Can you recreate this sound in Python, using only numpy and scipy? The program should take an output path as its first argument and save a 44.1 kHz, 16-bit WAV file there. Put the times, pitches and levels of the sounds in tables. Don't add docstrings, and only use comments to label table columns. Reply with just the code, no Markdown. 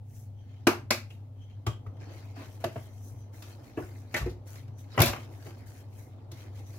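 import sys
import numpy as np
from scipy import signal
from scipy.fft import rfft, irfft, next_fast_len
from scipy.io import wavfile
from scipy.ndimage import uniform_filter1d, map_coordinates

SR = 44100
rng = np.random.default_rng(int(sys.argv[2]) if len(sys.argv) > 2 else 0)


def elevation(decibels):
    levels = np.asarray(decibels, float)
    return 10 ** (levels / 20)


def inscribe(sig):
    pcm = np.round(np.clip(np.atleast_2d(sig).T, -1, 1) * 32767)
    wavfile.write(sys.argv[1], SR, pcm.astype(np.int16))


N = 298998


def bowl_knocks():
    # start_s, force_db, hardness_db, weight_db
    knock_events = [(1.6655, -33.5, 12, 8), (1.8654, -59, 9, 22), (2.6412, -31, 11, -2),
                    (2.7594, -38, -16, 4), (3.4223, -51, 19.5, 3), (4.142, -30, 12.5, 1),
                    (4.9766, -20, -2, -2), (5.002, -20.5, 13, 1), (5.0078, -29, -10, 2.5),
                    (5.0175, -24, 21, -9.5), (5.0282, -27, 14, 1), (5.0449, -38.5, 22, 7),
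                    (5.0579, -35, 22, 3), (5.1308, -30, 3, -8), (6.316, -52, 21.5, 13), (4.555, -50, 12, 6),
                    (5.505, -51.5, 11, 7), (1.968, -62, 11, 3), (4.991, -29, 12, -3), (5.066, -36, 19, 1.5),
                    (5.08, -36, 20, 1), (5.095, -43, 18, 1), (5.161, -38, 4, -6), (2.776, -50, 8, -3),
                    (5.036, -34, 19, 0.5), (4.679, -61, 14, 3)]
    return contacts(knock_events, rise_s=0.00075, t60=0.014, rough=0.23, room_db=1.5,
                    gains_db=[-5.5, -3.5, -4.5, 1.1, -4.5])


def bowl_drags():
    # start_s, force_db, hardness_db, weight_db
    drag_events = [(1.4163, -72, 0.5, 12.5), (2.0089, -51, -10, 12), (2.36, -48, -5, 1),
                   (2.385, -46, -3, 1), (2.412, -47, -3, 3), (2.6023, -53, -5, -1), (3.7684, -39, -6, 4),
                   (3.82, -51.5, -2, 5), (4.1594, -28, 3, -8), (4.2041, -54.5, 16, 25.5),
                   (4.255, -46, 4, 9), (4.2905, -57, 12, 20), (4.6781, -65.5, -3, 19),
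                   (4.9407, -45.5, -16, 4.5), (4.9842, -19.5, -11, -1.5), (5.0678, -34, 11, -8.5),
                   (5.0879, -40, -5, -3.5), (5.158, -41, -8, -3), (5.4592, -47.5, -11, 8.5),
                   (6.438, -56, -14, 22)]
    return contacts(drag_events, rise_s=0.0031, t60=0.098, rough=0.85, room_db=2.5,
                    gains_db=[-11, -4, -7, -1.4, -7.5])


def cap_snaps():
    # start_s, force_db, hardness_db, weight_db
    cap_events = [
        (.6694, -20.5, 5.5, -13),
        (.9058, -27.5, 14, -9),
        (1.1036, -64, 6, 10),
    ]
    return contacts(cap_events, rise_s=0.00025, t60=0.013, rough=0.24, room_db=4.5,
                    gains_db=[2.5, -0.2, 1.5, 5.5, -.5])


def contacts(table, rise_s, t60, rough, room_db, gains_db):
    # pitch_hz, width_hz, level_db
    counter_modes = [(66.4, 13, -11), (97, 18.8, 2), (131.4, 32.3, -3)]
    board_modes = [(232.8, 15.5, 1), (306.4, 35.2, -5.5), (345.8, 28.4, 1), (450.6, 71, -8)]
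    bowl_modes = [(592, 107, -2.5), (824, 284, -7), (1056, 90, -6), (1162, 69, -7), (1390, 310, -11.5)]
    clack_modes = [(1586, 170, -2.5), (1850, 180, 3.5), (2090, 390, 0), (2453, 140, 2), (2706, 510, -1.5),
                   (3210, 58, -5.5)]
    # pitch_hz, density_db (per Hz)
    crack_spectrum = [(900, -64.5), (2500, -12.5), (3400, 7), (5700, 2.5), (7400, -3), (8500, -10),
                      (11000, -7.5), (13500, -9), (15800, -15), (17000, -56.5)]
    board_takes, clack_takes = 0.64, 0.27
    blow_at = 30
    bodies = (counter_modes, board_modes, bowl_modes, clack_modes)
    out = np.zeros((2, N + SR))
    t = np.arange(SR * 2 // 5) / SR

    def peak(x):
        return x / np.max(np.abs(x))

    for start_s, force_db, hard_db, weight_db in table:
        def reach(f):
            return (1j * f / (58 + 1j * f)) ** 3 / (1 + 1j * f / (3600 * elevation(.18 * hard_db))) ** 2

        grit = (1 - np.exp(-t / rise_s)) * elevation(-60 * t / t60) * rng.standard_normal(len(t))
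        blow = np.arange(len(t)) == blow_at
        force = rough * grit / np.linalg.norm(grit) + (1 - rough) * blow
        crack = peak(filtered(force, lambda f: elevation(along(crack_spectrum, f))))
        dry = elevation(hard_db + gains_db[0]) * crack
        body_db = weight_db, board_takes * weight_db, 0, clack_takes * hard_db
        for modes, db, gain_db in zip(bodies, body_db, gains_db[1:]):
            body = filtered(force, lambda f: reach(f) * resonances(modes, f, scatter_db=1.5))
            dry += elevation(db + gain_db) * peak(body)
        out[:, round(start_s * SR) - blow_at:][:, :len(t)] += in_kitchen(elevation(force_db) * dry, room_db)
    return out[:, :N]


def lone_rings():
    # start_s, pitch_hz, peak_db, t60_s
    ring_events = [(0.669, 350, -9, 0.12), (.907, 2440, -26, 0.08), (1.104, 2750, -48, 0.07),
                   (1.668, 106.5, -22, 0.22), (1.667, 1165, -29, .1), (.671, 999, -23, .08),
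                   (0.669, 1373, -23, .08), (1.864, 1200, -39, 0.037), (1.868, 102, -30, 0.11),
                   (2.372, 280, -40, 0.2), (2.640, 620, -17.5, 0.06), (2.758, 616, -28, 0.065),
                   (3.774, 338, -19, 0.085), (3.824, 77.6, -27, 0.076), (4.145, 1850, -24.5, 0.13),
                   (4.205, 64, -21, 0.35), (4.261, 347, -23.5, 0.14), (4.143, 2200, -27.5, .1),
                   (4.15, 1560, -34, .08), (4.997, 135, -15, .13), (.908, 720, -28, .06),
                   (4.994, 98, -8.5, 0.11), (5.020, 605, -22, 0.23), (5.077, 67, -29, 0.16),
                   (5.084, 102, -24, .12), (4.977, 575, -17, .06), (4.977, 1900, -28, .05),
                   (4.988, 1160, -26, .05), (5.024, 2430, -27, .19), (3.784, 754, -39, .12),
                   (3.797, 350, -29, .15), (3.822, 1525, -47, .08), (3.778, 1120, -38, .1),
                   (2.405, 290, -36, .1), (2.365, 700, -48, .12), (1.667, 7364, -46, .06),
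                   (1.667, 3262, -34, .04), (1.667, 5950, -44, .04), (1.667, 711, -44, .12),
                   (1.436, 5900, -67, .04), (1.417, 6300, -65, .03), (1.5, 2850, -66, .1),
                   (.908, 2229, -31, .15), (.908, 2573, -33, .18), (4.218, 1150, -38, .07),
                   (.670, 1600, -24, .1), (.907, 487, -26, .06), (5.131, 2700, -42, 0.066),
                   (5.032, 2700, -28, 0.07), (2.655, 330, -27, .12)]
    rings = np.zeros(N + SR)
    t = np.arange(SR * 2 // 5) / SR
    for start_s, hz, db, t60 in ring_events:
        blur = 0.0032 * np.sqrt(hz)
        drift = uniform_filter1d(np.cumsum(rng.standard_normal(len(t))), size=14)
        envelope = elevation(db - 60 * t / t60) * (1 - np.exp(-2.2 * hz * t)) ** 2
        rings[round(start_s * SR):][:len(t)] += envelope * np.sin(2 * np.pi * hz * t + blur * drift)
    return in_kitchen(rings[:N], room_db=-6)


def thrown_grains():
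    # start_s, level_db
    burst_events = [
        (3.3403, -59),
        (4.782, -67),
        (4.9672, -44.5),
        (5.002, -20),
        (5.0187, -7),
        (5.0354, -34),
        (5.0574, -17),
        (5.0794, -25),
        (6.316, -52),
    ]
    # pitch_hz, width_hz, level_db
    grain_modes = [(11100, 2200, -2.5), (14100, 2600, -2.5)]
    snaps = np.zeros(N + SR)
    t = np.arange(SR * 2 // 5) / SR
    for start_s, db in burst_events:
        noise = elevation(-60 * t / 0.011) * rng.standard_normal(len(t))
        burst = filtered(noise, lambda f: resonances(grain_modes, f))
        snaps[round(start_s * SR):][:len(t)] += elevation(db) * burst / np.max(np.abs(burst))
    return in_kitchen(snaps[:N], room_db=-15)


def stirring():
    # start_s, hold_s, speed_db, grit_db
    grip_moves = [
        (0.104, .03, -68.5, -9),
        (0.159, 0.047, -62.5, -11),
        (.39, .03, -89, 12),
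        (.49, .11, -88, 20),
        (1.394, .05, -82, 4),
        (1.496, 0.05, -91, 19),
        (1.862, .01, -86, 4),
    ]
    # start_s, hold_s, speed_db, grit_db
    stir_moves = [(2.133, 0.062, -66.5, 6.5), (2.254, 0.059, -72, 6), (2.447, .1, -64.5, -3),
                  (2.94, .04, -66.5, -7), (3.043, 0.041, -60.5, -11.5), (3.16, 0.045, -71.5, -1),
                  (3.646, 0.051, -67.5, 4.5), (3.804, 0.041, -60.5, -0.5), (3.885, 0.12, -65.5, -1),
                  (4.134, .02, -63, 5.5), (4.54, 0.026, -58.5, -0.5), (4.925, 0.059, -69.5, 15.5),
                  (5.202, 0.029, -63, 4.5), (5.327, .1, -65.5, 0.5), (5.462, 0.026, -61, 2),
                  (5.58, 0.024, -70, 3), (5.737, 0.064, -63.5, -2), (5.93, .03, -69.5, -1),
                  (5.99, 0.043, -61.5, -8), (6.12, .1, -92, 15), (6.378, 0.034, -62.5, 4),
                  (6.56, 0.036, -65, 2), (6.736, .05, -62.5, -2)]
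    # start_s, hold_s, speed_db, grit_db
    jerk_moves = [(1.104, 0.021, -67, 0), (2.008, 0.11, -74.5, 14.5), (2.362, 0.065, -67.5, 13),
                  (2.607, 0.018, -62.5, 5), (2.72, 0.14, -64.5, 1.5), (3.338, 0.075, -62, -5),
                  (3.425, 0.094, -62.5, 3), (4.472, .05, -60.5, -0.5), (4.786, .02, -63, -3.5),
                  (5.668, .04, -63.5, -1), (6.325, .02, -69, 4.5), (6.668, .02, -63.5, -0.5)]
    # time_s, level_db
    hand_press = [(0, -70), (.9, -63), (1.6, -66), (2.0, -55), (3.2, -59.5), (3.5, -56), (4.9, -59.5),
                  (5.1, -53), (5.8, -58.5), (6.55, -56)]
    # pitch_hz, density_db (per Hz)
    fizz_spectrum = [(2650, -51.5), (4500, -13.5), (5910, 3), (8750, -3.5), (11200, 0), (12100, -2.5),
                     (15700, -1), (16300, -33)]
    rasp_spectrum = [(650, -25.5), (1100, -11), (1550, -6.5), (1700, -5.5), (2520, -6.5), (3060, -14),
                     (3280, -13.5), (3920, -9.5), (7000, -18), (9100, -43), (15400, -120)]
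    rub_spectrum = [(90, -33.5), (140, -9), (190, -24), (260, -2.5), (380, -9.5), (520, -10), (860, -13.5),
                    (1000, -18.5), (1350, -24.5), (1600, -38.5), (3300, -120)]
    # pitch_hz, width_hz, level_db
    wall_modes = [(2104, 160, -4), (3113, 320, -5), (4344, 89, -9), (5810, 67, -11.5)]
    rise, jerk_rise, fizz_fall, rasp_fall = 330, 1100, 200, 130.5
    drag_db, drag_grows = -73, 1.8

    press_db = curves(hand_press)[0]
    moves = [*grip_moves, *stir_moves]
    lumps = wobble(25)

    def all_moves(fall, grit_share):
        smooth = strokes(moves, rise, fall, grit_share)
        return np.hypot(smooth, strokes(jerk_moves, jerk_rise, fall, grit_share))

    speed = all_moves(fizz_fall, 0)
    resting = elevation(drag_db + drag_grows * (press_db - press_db.max()))
    grit = all_moves(rasp_fall, 0.93) + resting
    fine = patchy(rush(fizz_spectrum, grain_db=3.2, rate=1500), patchy_db=1.6)
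    fizz = speed * elevation(1.1 * lumps) * fine
    rasp = patchy(rush(rasp_spectrum, grain_db=2.3, rate=370), patchy_db=3)
    wall = 0
    for mode in wall_modes:
        ring = unit(filtered(rasp, lambda f: resonances([mode], f) ** 2))
        wall = wall + elevation(mode[2] + 3.9 * wobble(10.0)) * ring
    rub = elevation(press_db + .8 * wobble(15)) * rush(rub_spectrum, grain_db=1.5, rate=120)
    return fizz + grit * elevation(0.47 * lumps) * (rasp + elevation(-14) * wall) + rub


def squeaks():
    # start_s, hold_s, level_db, upper_over_lower_db
    slip_moves = [(.39, 0.033, -74, -5), (.495, .1, -75, -14), (1.415, .03, -67.5, -13),
                  (1.5, 0.043, -74, -13), (1.715, .025, -58, -27), (4.79, .02, -80, 13),
                  (6.67, .02, -82, 16), (1.87, .01, -88, 4), (1.96, .04, -77, -5), (2.9, 0.082, -86, 13),
                  (3.04, .04, -85, 20), (3.19, .05, -82, 11.5)]
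    # pitch_hz, width_hz, level_db
    glaze_modes = [(3154, 300, 0), (6020, 330, 0)]
    out = 0
    for k, mode in enumerate(glaze_modes):
        noise = rng.standard_normal((2, N))
        ring = unit(paired(filtered(noise, lambda f: resonances([mode], f) ** 2)))
        out = out + strokes(slip_moves, rise=350, fall=259.5, share=k) * ring
    return out


def fridge():
    # time_s, level_db
    hum_load = [(0, -46), (.2, -45), (2.1, -43.5), (3.3, -45), (3.7, -49.5), (4.15, -43.5), (5.6, -45.5),
                (6.25, -47.5), (6.6, -42), (6.78, -45.5)]
    # pitch_hz, density_db (per Hz)
    rumble_spectrum = [(20, -48), (40, -32), (62, -16.5), (80, -12.5), (100, -6), (125, -6.5), (150, -26),
                       (190, -24.5), (260, -20), (330, -38.5), (450, -34.5), (900, -38.5), (1500, -120)]
    hiss_spectrum = [(300, -24.5), (1000, 2), (3000, 2.5), (8000, -7), (16000, -6), (17000, -120)]
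    t = np.arange(N) / SR
    drift = .3 * wobble(3)
    hum_level = np.sqrt(2) * elevation(curves(hum_load)[0] + 0.23 * wobble(7.8))
    hum = hum_level * np.sin(2 * np.pi * 100.1 * t + drift)
    mains = elevation(-66 - 1.1 * t) * np.sin(2 * np.pi * 50 * t)
    rumble = elevation(-49.5 + .8 * wobble(5)) * rush(rumble_spectrum)
    return hum + mains + rumble + elevation(-78) * rush(hiss_spectrum)


def in_kitchen(dry, room_db):
    # pitch_hz, level_db
    room_share = [(100, -6.5), (500, 1), (2000, 5), (14000, 11.5)]
    heard = filtered(dry, lambda f: elevation(room_db + along(room_share, f)))
    wet = signal.fftconvolve(np.pad(heard, (90, 0))[None], tail(SR // 3), axes=1)[:, :len(dry)]
    return wet + [dry, 0 * dry]


def tail(length, early_db=9, early_t60=0.022):
    # pitch_hz, t60_s
    kitchen_decay = [(100, 0.46), (400, 0.24), (2000, 0.26), (6000, 0.24), (14000, .22)]
    hz, t, z = signal.stft(rng.standard_normal((2, length)), SR, nperseg=256)
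    decay = elevation(-60 * t / along(kitchen_decay, hz)[:, None])
    pair = signal.istft(z * decay, SR, nperseg=256)[1][:, :length]
    pair = pair * (1 + elevation(early_db - 60 * np.arange(length) / SR / early_t60))
    return pair / np.linalg.norm(pair[0])


def strokes(rows, rise, fall, share):
    t = np.arange(0, N + 64, 64) / SR
    power = 0
    for start_s, hold_s, db, extra_db in rows:
        before = np.clip(start_s - t, 0, 1)
        after = np.clip(t - start_s - abs(hold_s), 0, 1)
        power = power + elevation(db + share * extra_db - rise * before - fall * after) ** 2
    return np.interp(np.arange(N) / SR, t, np.sqrt(power))


def patchy(x, patchy_db):
    z = signal.stft(x, nperseg=512)[2]
    field = uniform_filter1d(rng.standard_normal(z.shape[1:]), size=6, axis=0)
    field = uniform_filter1d(field, size=7, axis=1)
    return unit(signal.istft(z * elevation(patchy_db * unit(field)), nperseg=512)[1][:, :N])


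def rush(spectrum, grain_db=0, rate=900):
    pair = rng.standard_normal((2, N)) * elevation(grain_db * wobble(rate))
    return unit(paired(filtered(pair, lambda hz: elevation(along(spectrum, hz)))))


def paired(pair, lead_s=4 / 44100):
    # pitch_hz, likeness (0 to 1)
    likeness = [(60, 0.95), (250, 0.83), (600, 0.58), (1500, 0.1), (5000, 0.14), (14000, 0.1)]

    def mid_side(hz):
        turn = np.arccos(np.clip(along(likeness, hz), -1, 1)) / 2
        return np.array([np.cos(turn), np.sin(turn)])

    def lead(hz):
        return np.exp(1j * np.pi * hz * lead_s * np.array([[1], [-1]]))

    mid, side = filtered(pair, mid_side)
    return filtered(np.array([mid + side, mid - side]), lead)


def resonances(modes, f, scatter_db=0):
    total = 0
    for k, (center, width, db) in enumerate(modes):
        strength = (-1) ** k * elevation(db + scatter_db * rng.standard_normal())
        total = total + strength * 1j * f * width / (center * center - f * f + 1j * f * width)
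    return total


def filtered(x, response):
    m = next_fast_len(x.shape[-1] + SR // 8, real=True)
    return irfft(rfft(x, m) * response(np.fft.rfftfreq(m, 1 / SR)), m)[..., :x.shape[-1]]


def wobble(rate):
    at = np.arange(0, N + 8, 8)
    knots = rng.standard_normal(int(N * rate / SR) + 5)
    return np.interp(np.arange(N), at, map_coordinates(knots, [at * rate / SR]))


def curves(rows):
    s, *cols = np.transpose(rows)
    return [np.interp(np.arange(N) / SR, s, c) for c in cols]


def along(points, hz):
    f, v = np.transpose(points)
    return np.interp(np.log(hz + 1), np.log(f + 1), v)


def unit(x):
    return x / np.sqrt(np.mean(x ** 2) + 1e-20)


def scene():
    def thin_deep_bass(hz):
        return -hz ** 2 / (50 ** 2 - hz ** 2 + 60j * hz)

    def port(hz):
        tilt_db = along([(100, 0.63), (500, 0.086), (8000, 0.96), (13000, 1.2)], hz)
        return elevation(np.array([[1], [-1]]) * tilt_db)

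    struck = bowl_knocks() + bowl_drags() + cap_snaps() + lone_rings() + thrown_grains()
    struck = paired(filtered(struck, thin_deep_bass))
    return filtered(struck + stirring() + squeaks() + fridge(), port)


def roll_off(x):
    return signal.sosfilt(signal.butter(12, 16830, fs=SR, output="sos"), x)


def record(dry):
    heard = filtered(dry, lambda hz: (1j * hz / (30 + 1j * hz)) ** 2)
    soft = heard / (1 + np.abs(heard / .75) ** 4) ** (1 / 4)
    return roll_off(soft)


dry = scene()
out = record(dry)
inscribe(out)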